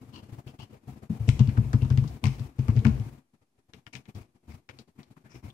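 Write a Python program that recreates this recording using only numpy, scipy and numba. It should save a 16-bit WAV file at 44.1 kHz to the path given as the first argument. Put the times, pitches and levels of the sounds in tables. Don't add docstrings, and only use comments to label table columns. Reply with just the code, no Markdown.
import sys
import numpy as np
from scipy import signal
from scipy.fft import rfft, irfft
from scipy.io import wavfile
from scipy.ndimage import uniform_filter1d
from numba import njit

SR = 44100
rng = np.random.default_rng(int(sys.argv[2]) if len(sys.argv) > 2 else 0)


def level_to_linear(level):
    exponent = np.asarray(level, float) / 20
    return 10 ** exponent


def generate_wav(signal):
    frames = np.transpose(np.atleast_2d(signal))
    scaled = np.clip(frames, -1, 1) * 32767
    pcm = np.round(scaled).astype(np.int16)
    wavfile.write(sys.argv[1], SR, pcm)


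N = 243873

# f/Hz, density [dB per Hz]
AIR_SPECTRUM = [(35, -38), (60, -17.5), (139, -10), (272, -10), (521, -20.5), (756, -18), (849, -19),
                (1350, -26), (2310, -32.5), (15500, -40.5)]
# f/Hz, width/Hz, level/dB
FAN_HUMPS = [(255, 40, 5), (357, 42, 6), (500, 27, 2.5), (740, 56, 1.5), (1160, 12, 5.5), (2400, 730, 5.5),
             (11200, 300, -1.5)]
# t/s, level/dB
RUMBLE = [
    (0.0, -36.5),
    (0.94, -47),
    (1.48, -34),
    (2.58, -51),
    (2.859, -27.5),
    (3.2, -92.5),
]
# t/s, length/s, peak level/dB, f/Hz, width/Hz
RUBS = [(.125, 0.11, -55.5, 950, 199), (0.119, 0.12, -55.5, 290, 120), (0.383, 0.036, -58, 720, 200),
        (0.528, .04, -54.5, 800, 250), (0.592, 0.068, -56, 870, 300), (0.691, 0.029, -58, 420, 250),
        (0.723, 0.064, -52.5, 450, 200), (0.878, 0.061, -54.5, 740, 120), (0.954, 0.07, -57, 655, 303),
        (1.017, 0.053, -51.5, 520, 300), (1.128, 0.12, -57.5, 765, 198), (1.421, 0.068, -61.5, 2780, 302),
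        (1.569, 0.02, -41, 1400, 400), (1.629, 0.049, -63.5, 2500, 250), (1.824, 0.049, -49.5, 930, 152),
        (1.811, .05, -54, 2780, 250), (2.029, 0.027, -56, 850, 200), (2.093, 0.067, -54.5, 740, 100),
        (2.593, 0.087, -69, 2620, 500), (2.85, 0.05, -43.5, 642, 120), (2.852, 0.03, -33.5, 440, 150),
        (2.899, 0.093, -63, 2700, 500), (4.488, 0.12, -69, 1300, 706), (4.702, 0.073, -70.5, 2020, 900),
        (4.979, 0.13, -64.5, 2190, 704), (5.236, 0.15, -60.5, 1610, 500), (5.303, 0.085, -58, 5450, 910),
        (5.43, 0.15, -67.5, 2280, 393), (5.501, 0.015, -48, 3400, 453), (4.696, 0.0084, -60, 1980, 1400),
        (2.204, 0.16, -56.5, 434, 118), (4.692, .12, -59.5, 432, 200), (2.485, 0.1, -62, 900, 900),
        (0.128, .06, -65, 3050, 350), (.135, 0.079, -56.5, 4260, 400), (0.193, .1, -60, 600, 500),
        (0.301, 0.059, -69, 805, 500), (0.657, .04, -68, 700, 600), (0.741, .06, -68, 2000, 900),
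        (.8, 0.078, -69, 500, 400), (5.342, 0.038, -49, 330, 120), (4.084, 0.034, -56, 300, 119),
        (1.28, 0.042, -48, 5700, 2500)]
# t/s, length/s, peak level/dB, low f/Hz, high f/Hz
SCRAPES = [
    (0.123, 0.11, -45.5, 2920, 4300),
    (0.47, 0.058, -48.5, 2890, 4740),
    (0.583, 0.098, -45.5, 2910, 4300),
    (1.273, 0.035, -41.5, 2750, 5500),
    (3.926, 0.03, -36.5, 2340, 5160),
    (4.145, 0.12, -58.5, 2300, 4940),
    (4.5, 0.062, -51, 2200, 4700),
    (4.782, 0.026, -54, 2580, 4700),
    (5.293, 0.13, -50.5, 2300, 5770),
]
# t/s, peak level/dB, f/Hz
SNAPS = [
    (1.29, -33.5, 7960),
    (1.3928, -42.5, 12100),
    (1.576, -45.5, 9000),
    (1.7313, -42, 9000),
    (1.902, -43.5, 8950),
    (1.9754, -44.5, 8000),
    (2.2397, -32, 8000),
    (2.253, -45.5, 8000),
    (2.6825, -44.5, 7920),
    (2.848, -41, 8080),
]
# t/s, peak level/dB, f/Hz, knock level/dB
ROLL = [(1.1947, -62.5, 2530, -8.5), (1.282, -43, 2605, -27.5), (1.2899, -13, 2700, -17.5),
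        (1.3004, -28, 2250, -17), (1.3931, -25, 2940, -7.5), (1.3992, -36, 1960, -3),
        (1.4074, -40, 1820, 1.5), (1.474, -34, 2770, -13.5), (1.491, -32, 2000, -20),
        (1.576, -34, 2190, -2), (1.6444, -41, 1830, -6), (1.7313, -31.5, 4030, -0.5),
        (1.7374, -33.5, 2400, -22.5), (1.8208, -32.5, 2540, -18.5), (1.8494, -39, 2840, -3),
        (1.9024, -32, 2520, -6), (1.9066, -31.5, 1730, -29), (1.9244, -32.5, 1920, -16),
        (1.9744, -26.5, 2500, -24), (1.9844, -32.5, 2140, -7.5), (2.0393, -40.5, 3000, -1.5),
        (2.0767, -38.5, 4860, -23)]
# t/s, peak level/dB, f/Hz, knock level/dB
RAPS = [(2.24, -15.5, 2240, -8), (2.2446, -28.5, 3350, -23), (2.2552, -18, 2180, -14.5),
        (2.268, -28, 3250, -3), (2.283, -33, 2230, -9.5), (2.2931, -55.5, 2440, -7), (2.395, -36, 4300, -8),
        (2.591, -34.5, 2230, -3.5), (2.683, -28, 2070, -3.5), (2.688, -43.5, 1790, 6.5),
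        (2.701, -36.5, 2120, -23.5), (2.723, -51, 2500, -22.5), (2.765, -31, 2600, -14),
        (2.772, -32.5, 1880, -21.5), (2.779, -33.5, 2090, -11.5), (2.7917, -34.5, 2950, -21.5),
        (2.848, -23.5, 1700, -31.5), (2.8514, -18.5, 1560, -4), (2.8677, -23.5, 2685, -20),
        (2.8818, -34.5, 2080, -18), (2.8944, -40.5, 2720, -6), (2.998, -39, 2700, -17)]
# t/s, peak level/dB, f/Hz, knock level/dB
TICKS = [(3.7354, -27, 2330, -22), (3.8663, -31, 2000, -51), (3.936, -31, 2270, -30),
         (3.9530, -30, 2450, -45), (4.0553, -29.5, 2100, -20), (4.149, -37, 4500, -26),
         (4.1884, -59, 2150, 11), (4.69, -40.5, 1860, -19), (4.788, -29, 4130, -42),
         (5.0305, -39, 4000, -11.5), (5.354, -36.5, 2320, -21), (0.128, -44, 2800, -10),
         (0.589, -39, 2760, -7), (1.026, -57, 1790, 1), (5.166, -61, 1500, 10), (5.428, -51, 1576, 5),
         (4.5086, -56, 2240, -17), (4.5226, -45, 4600, -4), (4.7286, -54, 1500, -4),
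         (4.755, -67, 3170, -25), (4.984, -56.5, 1400, -6), (4.995, -48, 1880, -3.5),
         (5.3182, -43, 2150, -11),
         (3.931, -31, 6300, -29),
    (3.9395, -39, 2700, -16),
    (3.944, -38, 4900, -25),
    (4.690, -36, 2300, -17),
    (4.695, -43, 1540, -13),
    (4.091, -44, 2200, -13),
    (3.9528, -26, 2500, -30),
    (3.966, -39, 2900, -20),
    (2.7575, -41, 3000, -20),
]
# f/Hz, width/Hz, level/dB
CASE_MODES = [(960, 62, 10.5), (1400, 110, 15), (2130, 210, 4), (2750, 170, -9), (3250, 400, -42),
              (4300, 3000, 0.5)]
# f/Hz, level/dB, ring t60/s
TABLE_MODES = [(58.1, -4.5, 1), (77.4, 2.5, 0.11), (97.1, 1, 0.11), (135.55, -4.5, 0.19),
               (185.5, -3.5, 0.11), (214.2, -0.5, 0.19), (226, -2.5, 0.1), (256.9, -9, 0.14),
               (291.1, -6, 0.1), (367.5, -15.5, 0.089), (428.4, -7.5, 0.085), (647, -16, 0.071)]
# t/s, peak level/dB, boom f/Hz, ring t60/s, upper modes level/dB
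LEANS = [
    (2.1, -32.5, 63.2, 0.16, 5),
    (2.419, -37, 60.4, 0.43, -6),
    (2.692, -34, 70, 0.18, -12),
    (2.86, -20.5, 70.7, 0.16, -14),
    (3.529, -81.5, 89.6, .2, -1),
    (4.43, -55, 62.4, 0.11, 17),
    (4.499, -47, 61.6, 0.22, -7),
    (5.166, -66, 72, 0.055, 9),
    (5.322, -52, 66.4, 0.2, -13),
]
# t/s, peak level/dB, boom f/Hz, ring t60/s, upper modes
# level/dB
MORE_THUDS = [(1.391, -19, 122, .05, 1), (1.1, -21, 170, .12, 7.5), (2.755, -19.5, 120, 0.078, 3.5),
              (2.79, -21, 122, 0.083, -6.5), (3.058, -32.5, 118, 0.061, 5), (3.17, -45.5, 136, 0.12, 4),
              (2.15, -35.5, 137.4, 0.106, 3), (4.468, -44, 80, 0.05, -13), (.378, -42.5, 136, 0.051, 1),
              (4.885, -57, 92, 0.048, 4), (.893, -37, 140, 0.043, 6), (.918, -41.5, 80, 0.082, -7),
              (1.025, -41, 110, .09, 4.5), (4.535, -39.5, 89, 0.058, 1), (1.4, -20, 110, 0.086, 4)]
# t/s, peak level/dB, boom f/Hz, ring t60/s, upper modes level/dB
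TURNS = [(0.004, -44, 121, 0.072, 5.5), (.039, -53, 123.4, 0.16, 2), (0.073, -36.5, 120.2, 0.13, 0),
         (0.118, -36.5, 93.6, 0.25, 2), (.181, -45.5, 118.5, 0.075, 10), (.247, -41.5, 120, 0.089, 3),
         (0.281, -36, 127, 0.099, -1.5), (0.314, -32.5, 111.5, 0.11, -14), (0.376, -53, 125.7, 0.12, -3),
         (0.459, -39, 119.8, 0.08, -7), (0.532, -41, 96, 0.037, 7.5), (0.585, -38.5, 128, 0.16, -6),
         (0.612, -41, 108, 0.11, -5), (.689, -44.5, 132.2, 0.14, 9.5), (0.721, -40, 122.9, 0.19, 1),
         (0.76, -48, 112, 0.041, 1), (0.818, -50, 110, 0.32, 6), (.869, -35, 132.3, 0.14, -4),
         (0.955, -36.5, 130.9, 0.24, 4.5), (1.015, -39.5, 121.8, .21, 4), (1.114, -36, 116, 0.13, -2),
         (1.147, -37, 117.3, 0.15, 0)]
# t/s, peak level/dB, boom f/Hz, ring t60/s, upper modes level/dB
DRUMS = [(1.196, -21.5, 112.4, 0.2, -10.5), (1.281, -8.5, 116, 0.089, 2.5),
         (1.341, -25.5, 122.4, 0.078, 8.5), (1.399, -8, 122.6, 0.11, -2), (1.48, -13.5, 112, 0.06, 0.5),
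         (1.577, -10, 122.7, 0.13, -3.5), (1.596, -18, 123, 0.082, -6), (1.645, -21.5, 121, 0.18, -3),
         (1.737, -10, 118.6, 0.11, 2.5), (1.822, -13, 119, 0.07, -2.5), (1.847, -19.5, 124, 0.068, 2.5),
         (1.907, -12, 123, 0.077, 1.5), (1.931, -18, 127.5, 0.097, -4.5), (1.975, -10.5, 123, 0.093, -7),
         (2.015, -21.5, 128, 0.09, -3), (2.043, -22.5, 140.4, 0.11, 6), (2.235, -15.5, 111.2, 0.17, 6),
         (2.258, -13.5, 124.3, 0.12, -6.5), (2.278, -16.5, 120.2, 0.089, -3), (2.4, -24, 125.7, 0.11, 0),
         (2.588, -15, 127, 0.1, -0.5), (2.685, -10, 107.8, 0.074, 0.5), (2.714, -24.5, 121, 0.095, 3),
         (2.763, -13, 120.5, .17, -4.5), (2.852, -7.5, 126.5, 0.11, 1), (2.874, -12, 133, 0.091, 2),
         (2.909, -21.5, 131.3, 0.16, -4), (2.993, -23.5, 114, 0.13, 5.5), (3.125, -40.5, 139.7, 0.28, -1)]
# t/s, peak level/dB, boom f/Hz, ring t60/s, upper modes level/dB
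REACHES = [(3.336, -46, 137.8, 0.06, -1.5), (3.409, -59.5, 121, 0.075, 1), (3.575, -57.5, 120.5, 0.063, -9),
           (3.685, -52, 117.8, 0.041, 3), (3.734, -42, 98.6, 0.28, 14.5), (3.774, -49, 128, 0.079, 0),
           (3.859, -52.5, 112.3, 0.14, 1), (3.936, -39.5, 123.4, 0.43, 0), (3.99, -46, 124, 0.075, 14),
           (4.078, -36, 124.7, 0.093, 6.5), (4.140, -34, 100, 0.32, -6.5), (4.196, -34, 104.7, 0.16, -9.5),
           (4.269, -66, 141, 0.14, 1)]
# t/s, peak level/dB, boom f/Hz, ring t60/s, upper modes level/dB
GRIPS = [(4.342, -54, 111.8, 0.13, 8), (4.441, -58, 111.4, 0.05, 12), (4.477, -35.5, 71, 0.16, -3),
         (4.529, -41, 77, 0.18, 2), (4.57, -47.5, 115.5, 0.087, 0), (4.626, -66, 101.4, 0.048, 8),
         (4.689, -56.5, 106, 0.084, -3), (4.722, -46.5, 127.8, 0.29, 1), (4.792, -41.5, 128.5, 0.12, 14),
         (4.876, -52, 161, 0.075, 10), (4.947, -59, 123, 0.12, -1), (4.98, -39, 140.6, 0.22, -0.5),
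         (5.054, -53.5, 85.5, 0.12, 2), (5.102, -38.5, 129.3, 0.088, 3), (5.154, -53, 160, 0.36, 4),
         (5.241, -40, 128.6, 0.18, 2), (5.296, -50.5, 152, 0.13, 2), (5.34, -40, 123, 0.3, -6.5),
         (5.424, -35, 94.7, 0.36, 0.5), (5.468, -42.5, 112.6, 0.32, -3.5)]
# f/Hz, lost below level/dB, lost above level/dB
LOST_BANDS = [(13000, -66, -14), (13700, -60, -20), (14300, -55, -26), (15000, -49, -30)]

AIR_DB, HISS_DB = -50, -83.5
SLIP_DB = 2.5
RISE_SHARE, START_DB, END_DB, HIGH_DB = 0.33, -9.5, -18.5, -6
MIDDLING_DB = -39.5
DEEP, UPPER = (-20, 0.13), (-11, 0.28)
DRUM_UPPER = (-24.5, 0.33)
EDGE, FIZZ = (-29.5, 0.11), (-17.5, -0.39)
GRIP_S = 3.3
TICK_EDGE_DB, TICK_FIZZ_DB, TICK_CASE_DB = -16, -3, -6
DULL = 2.4
LEAD_S = 0.007
DETUNE = 0.012
AWAY_DB_PER_OCTAVE = -3
UPPER_LATE_S, UPPER_SWELL_S = 0.0036, 0.0057
DAMPING = 1.46
ROOM_T60_S, ROOM_DB, BOOM_ROOM_DB = 0.84, -8, -15.5
SPREAD_DB, SPREAD_HZ = -11, 330
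PORT_LAG_S, LEFT_DB = 0.0004, 5.5
SLOPE, KNEE_DB, STILL_DB = 1.8, -40, -57
OPEN_S, CLOSE_S = 0.0022, 0.008
LOW_CUT_HZ, TOP_HZ = 53, 15650
OFFSET = -0.00013
MOOD_DB, SNAP_PASS_DB = 4, -60


def noise(*shape):
    return rng.standard_normal(shape)


def band(x, hz, width):
    return signal.lfilter(*signal.iirpeak(hz, hz / width, SR), x)


def unit(x):
    return x / np.sqrt(np.mean(x ** 2))


def add(out, s, x):
    i = max(int(s * SR), 0)
    n = min(x.shape[-1], N - i)
    out[..., i:i + n] += x[..., :n]


def share(law, db):
    return law[0] + law[1] * (db - MIDDLING_DB)


def lost_db(heard_db):
    return SLOPE / (1 + SLOPE) * np.maximum(KNEE_DB - heard_db, 0)


def lost_at(s):
    rows = np.array(TURNS + DRUMS + REACHES + GRIPS)
    return np.interp(s, rows[:, 0], lost_db(rows[:, 1] - 4))


def air():
    f = np.maximum(np.fft.rfftfreq(N, 1 / SR), 1)
    humps_db = sum(db / (1 + (2 * (f - hz) / width) ** 2) for hz, width, db in FAN_HUMPS)
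    hz, db = np.array(AIR_SPECTRUM).T
    shape = level_to_linear(humps_db + np.interp(np.log(f), np.log(hz), db))
    mid, left, right = rfft(noise(3, N))
    apart = np.clip(f / 800, 0, 1)
    both = shape * (np.sqrt(1 - apart ** 2) * mid + apart * np.array([left, right]))
    return unit(irfft(both, N)) * level_to_linear(AIR_DB + np.array([[2.3], [-2.7]]))


def rumble():
    s, db = np.transpose(RUMBLE)
    soft = signal.sosfilt(signal.butter(3, 450, fs=SR, output="sos"), noise(N))
    slips = soft * level_to_linear(SLIP_DB * unit(uniform_filter1d(noise(N), size=900)))
    modes = TABLE_MODES + [(123.0, 8, 0.25)]
    hum = sum(level_to_linear(d) * unit(band(slips, f, 3.8 / t60)) for f, d, t60 in modes)
    return unit(hum) * level_to_linear(np.interp(np.arange(N) / SR, s, db + lost_db(db) - 10.5, right=-90))


def rubs():
    out = np.zeros((2, N))
    for s, length, db, hz, width in RUBS:
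        t = np.arange(0, length, 1 / SR)
        strength = level_to_linear(2.5 * rng.exponential(size=120).repeat(60))
        a, b = (noise(2, 7200) * strength)[:, :len(t)]
        ports = np.array([a, 0.8 * a + b])
        rub = unit(band(band(ports, hz, width), hz, 2 * width))
        swell = np.sin(np.pi * (t / length) ** 0.37)
        add(out, s, rub * swell * level_to_linear(db + lost_at(s + t)))
    return out * level_to_linear(np.array([[3.5], [-4.5]]))


def scrapes():
    out = np.zeros((2, N))
    for s, length, db, low_hz, high_hz in SCRAPES:
        t = np.arange(0, length, 1 / SR)
        strength = level_to_linear(1.7 * rng.exponential(size=300).repeat(20))
        grains = (noise(2, 6000) * strength)[:, :len(t)]
        resonances = [(low_hz, 480), (high_hz, 1200), (900, 800)]
        low, high, body = (unit(band(band(grains, hz, w), hz, 2 * w)) for hz, w in resonances)
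        edge = np.clip(np.minimum(t, length - t) / 0.0019, 0, 1)
        swell_db = np.interp(t / length, [0, RISE_SHARE, 1], [START_DB, 0, END_DB])
        level = level_to_linear(db + swell_db + lost_at(s + t) - 7.5)
        add(out, s, edge * level * (low + level_to_linear(HIGH_DB) * high + level_to_linear(-7.5) * body))
    return out * level_to_linear(np.array([[4.0], [-6.0]]))


def snaps():
    out, t = np.zeros((2, N)), np.arange(900) / SR
    for (s, db, hz), (a, b) in zip(SNAPS, noise(len(SNAPS), 2, len(t))):
        crackle = np.array([a, 0.6 * a + 0.55 * b]) * np.exp(-t / 0.003)
        snap = band(crackle, hz, 2.0 * hz)
        add(out, s, snap / np.abs(snap[0]).max() * level_to_linear(db))
    return out


def clicks(rows):
    out, t = np.zeros((2, N)), np.arange(2000) / SR
    chance = noise(len(rows), 3, len(t))
    for (s, peak_db, hz, knock_db), (near, weights, other) in zip(rows, chance):
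        held = s > GRIP_S
        fizz = level_to_linear(share(FIZZ, peak_db) + TICK_FIZZ_DB * held) * np.exp(-t / 0.013)
        envelope = (np.exp(-t / 0.00045) + fizz) * np.minimum(t / 0.00051, 1)
        crack = np.array([near, 0.47 * near + 0.81 * other]) * envelope
        case = sum(level_to_linear(db + 1.2 * dice) * band(crack, f, w)
                   for (f, w, db), dice in zip(CASE_MODES, weights))
        wide = max(0.6 * hz, 600)
        centre = band(band(crack, hz, wide), hz, 2 * wide)
        ring = band(case, 4600, 6000)
        knock = band(band(crack, 1100, 890), 1000, 700)
        edge = band(band(crack, 5600, 2300), 5500, 4400)
        dull = signal.butter(2, min(DULL * hz, 6500), fs=SR)
        parts = [signal.lfilter(*dull, p) for p in (centre, ring, knock)] + [edge]
        edge_db = share(EDGE, peak_db) + TICK_EDGE_DB * held
        levels_db = [(-2, -17), (-5.5 + TICK_CASE_DB * held, -19),
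                     (knock_db + 5.5, knock_db - 6.5), (edge_db, edge_db - 1.0)]
        for part, db in zip(parts, levels_db):
            level = level_to_linear(np.array(db)[:, None] + peak_db + lost_at(s))
            add(out, s, part / np.abs(part[0]).max() * level)
    return out


def thuds(rows):
    out, t = np.zeros(N), np.arange(SR // 2) / SR
    hz, db, t60 = np.array(TABLE_MODES).T[:, :, None]
    deep, upper = hz < 70, hz > 180
    chance = noise(len(rows), 2, len(TABLE_MODES), 1)
    for (s, peak_db, boom_hz, ring, upper_db), (spot, detune) in zip(rows, chance):
        law = DRUM_UPPER if peak_db > MIDDLING_DB + 6 else UPPER
        deep_share = share(DEEP, peak_db) - 5.0
        upper_share = share(law, peak_db) + upper_db + 6.5
        near_share = -2.5 + AWAY_DB_PER_OCTAVE * np.abs(np.log2(hz / boom_hz))
        group_db = np.where(deep, deep_share, np.where(upper, upper_share, near_share))
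        decay = level_to_linear(db + group_db + 3.5 * spot - 60 * t / (t60 * ring / 0.2))
        modes = decay * np.sin(2 * np.pi * hz * (1 + DETUNE * detune) * t)
        choke = level_to_linear(-60 * (t / max(0.76 * ring, 0.025)) ** DAMPING)
        boom = choke * np.sin(2 * np.pi * boom_hz * t)
        late = np.maximum(t - UPPER_LATE_S, 0) / UPPER_SWELL_S
        swell = (1 - np.exp(-np.where(upper, late, t / 0.012))) ** 2
        x = ((modes * swell).sum(axis=0) - boom * swell[0]) * np.cos(np.pi * t) ** 2
        add(out, s - LEAD_S, x / np.abs(x).max() * level_to_linear(peak_db + lost_db(peak_db - 2.0)))
    return out


def room(x, t60, dull_hz):
    t = np.arange(SR // 2) / SR
    low = signal.lfilter(*signal.butter(1, dull_hz, fs=SR), noise(2, len(t)))
    tail = low * level_to_linear(-60 * t / t60) + 2.0 * noise(2, len(t)) * level_to_linear(-60 * t / (0.62 * t60))
    tail = tail * np.minimum(t / 0.0095, 1)
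    return signal.fftconvolve(x[None], tail / np.sqrt(np.sum(tail ** 2) / 2), axes=1)[:, :N]


@njit
def follow(x, up, down):
    e, y = 1e-5, np.empty(len(x))
    for i in range(len(x)):
        e += (x[i] - e) * (up if x[i] > e else down)
        y[i] = e
    return y


def expander(events):
    power = uniform_filter1d(events ** 2, size=600, origin=60)
    memory = level_to_linear(-71.0) * follow(power, 1 / (OPEN_S * SR), 1 / (0.06 * SR))
    present = follow(power, 1 / (OPEN_S * SR), 1 / (CLOSE_S * SR))
    level_db = 10 * np.log10(present + memory + level_to_linear(2 * STILL_DB))
    return level_to_linear(-SLOPE * np.maximum(KNEE_DB - level_db, 0))


def scene():
    lean = level_to_linear(np.array([[LEFT_DB], [-LEFT_DB]]) / 2)
    boom = thuds(TURNS + DRUMS + REACHES + GRIPS + LEANS)
    tail = room(boom, ROOM_T60_S, 180)
    table = boom + rumble() + level_to_linear(BOOM_ROOM_DB) * tail[0]
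    short_waves = signal.butter(2, SPREAD_HZ, "high", fs=SR, output="sos")
    apart = signal.sosfilt(short_waves, np.roll(boom, int(0.002 * SR)) + 0.64 * tail[1])
    table = table + level_to_linear(SPREAD_DB) * apart * np.array([[1], [-1]])
    table = table + thuds(MORE_THUDS)
    bright = clicks(ROLL + RAPS + TICKS) + scrapes() + rubs() + snaps()
    bright = np.array([bright[0], np.roll(bright[1], int(PORT_LAG_S * SR))])
    sent = signal.lfilter([1, -0.6], 1, bright.mean(axis=0)) * level_to_linear(4.0)
    events = lean * (table + level_to_linear(ROOM_DB) * room(sent, ROOM_T60_S, 5200)) + bright
    low_cut = signal.butter(7, LOW_CUT_HZ, "high", fs=SR, output="sos")
    events, hum = signal.sosfilt(low_cut, [events, air()])
    return (events + hum) * expander(events.mean(axis=0))


def top_cut(x):
    return signal.sosfilt(signal.butter(12, 16480, fs=SR, output="sos"), x)


def record(dry):
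    dry = dry + level_to_linear(HISS_DB) * noise(2, N)
    level_db = 10 * np.log10(uniform_filter1d(dry.mean(axis=0) ** 2, size=3072) + 1e-12)
    for hz, faint_db, loud_db in LOST_BANDS:
        high_pass = signal.ellip(6, 0.1, 50, hz, "high", fs=SR, output="sos")
        edge = signal.sosfiltfilt(high_pass, dry)
        mood_db = level_db + MOOD_DB * noise(N // 1024 + 1).repeat(1024)[:N]
        snap = uniform_filter1d(edge[0] ** 2, size=400) > level_to_linear(2 * SNAP_PASS_DB)
        lost = (mood_db < faint_db) | ((mood_db > loud_db) & ~snap)
        dry = dry - edge * uniform_filter1d(1.0 * lost, size=512)
    low_pass = signal.ellip(10, 0.2, 70, TOP_HZ, fs=SR, output="sos")
    mix = signal.sosfilt(low_pass, dry) + OFFSET
    return top_cut(mix)


dry = scene()
out = record(dry)
generate_wav(out)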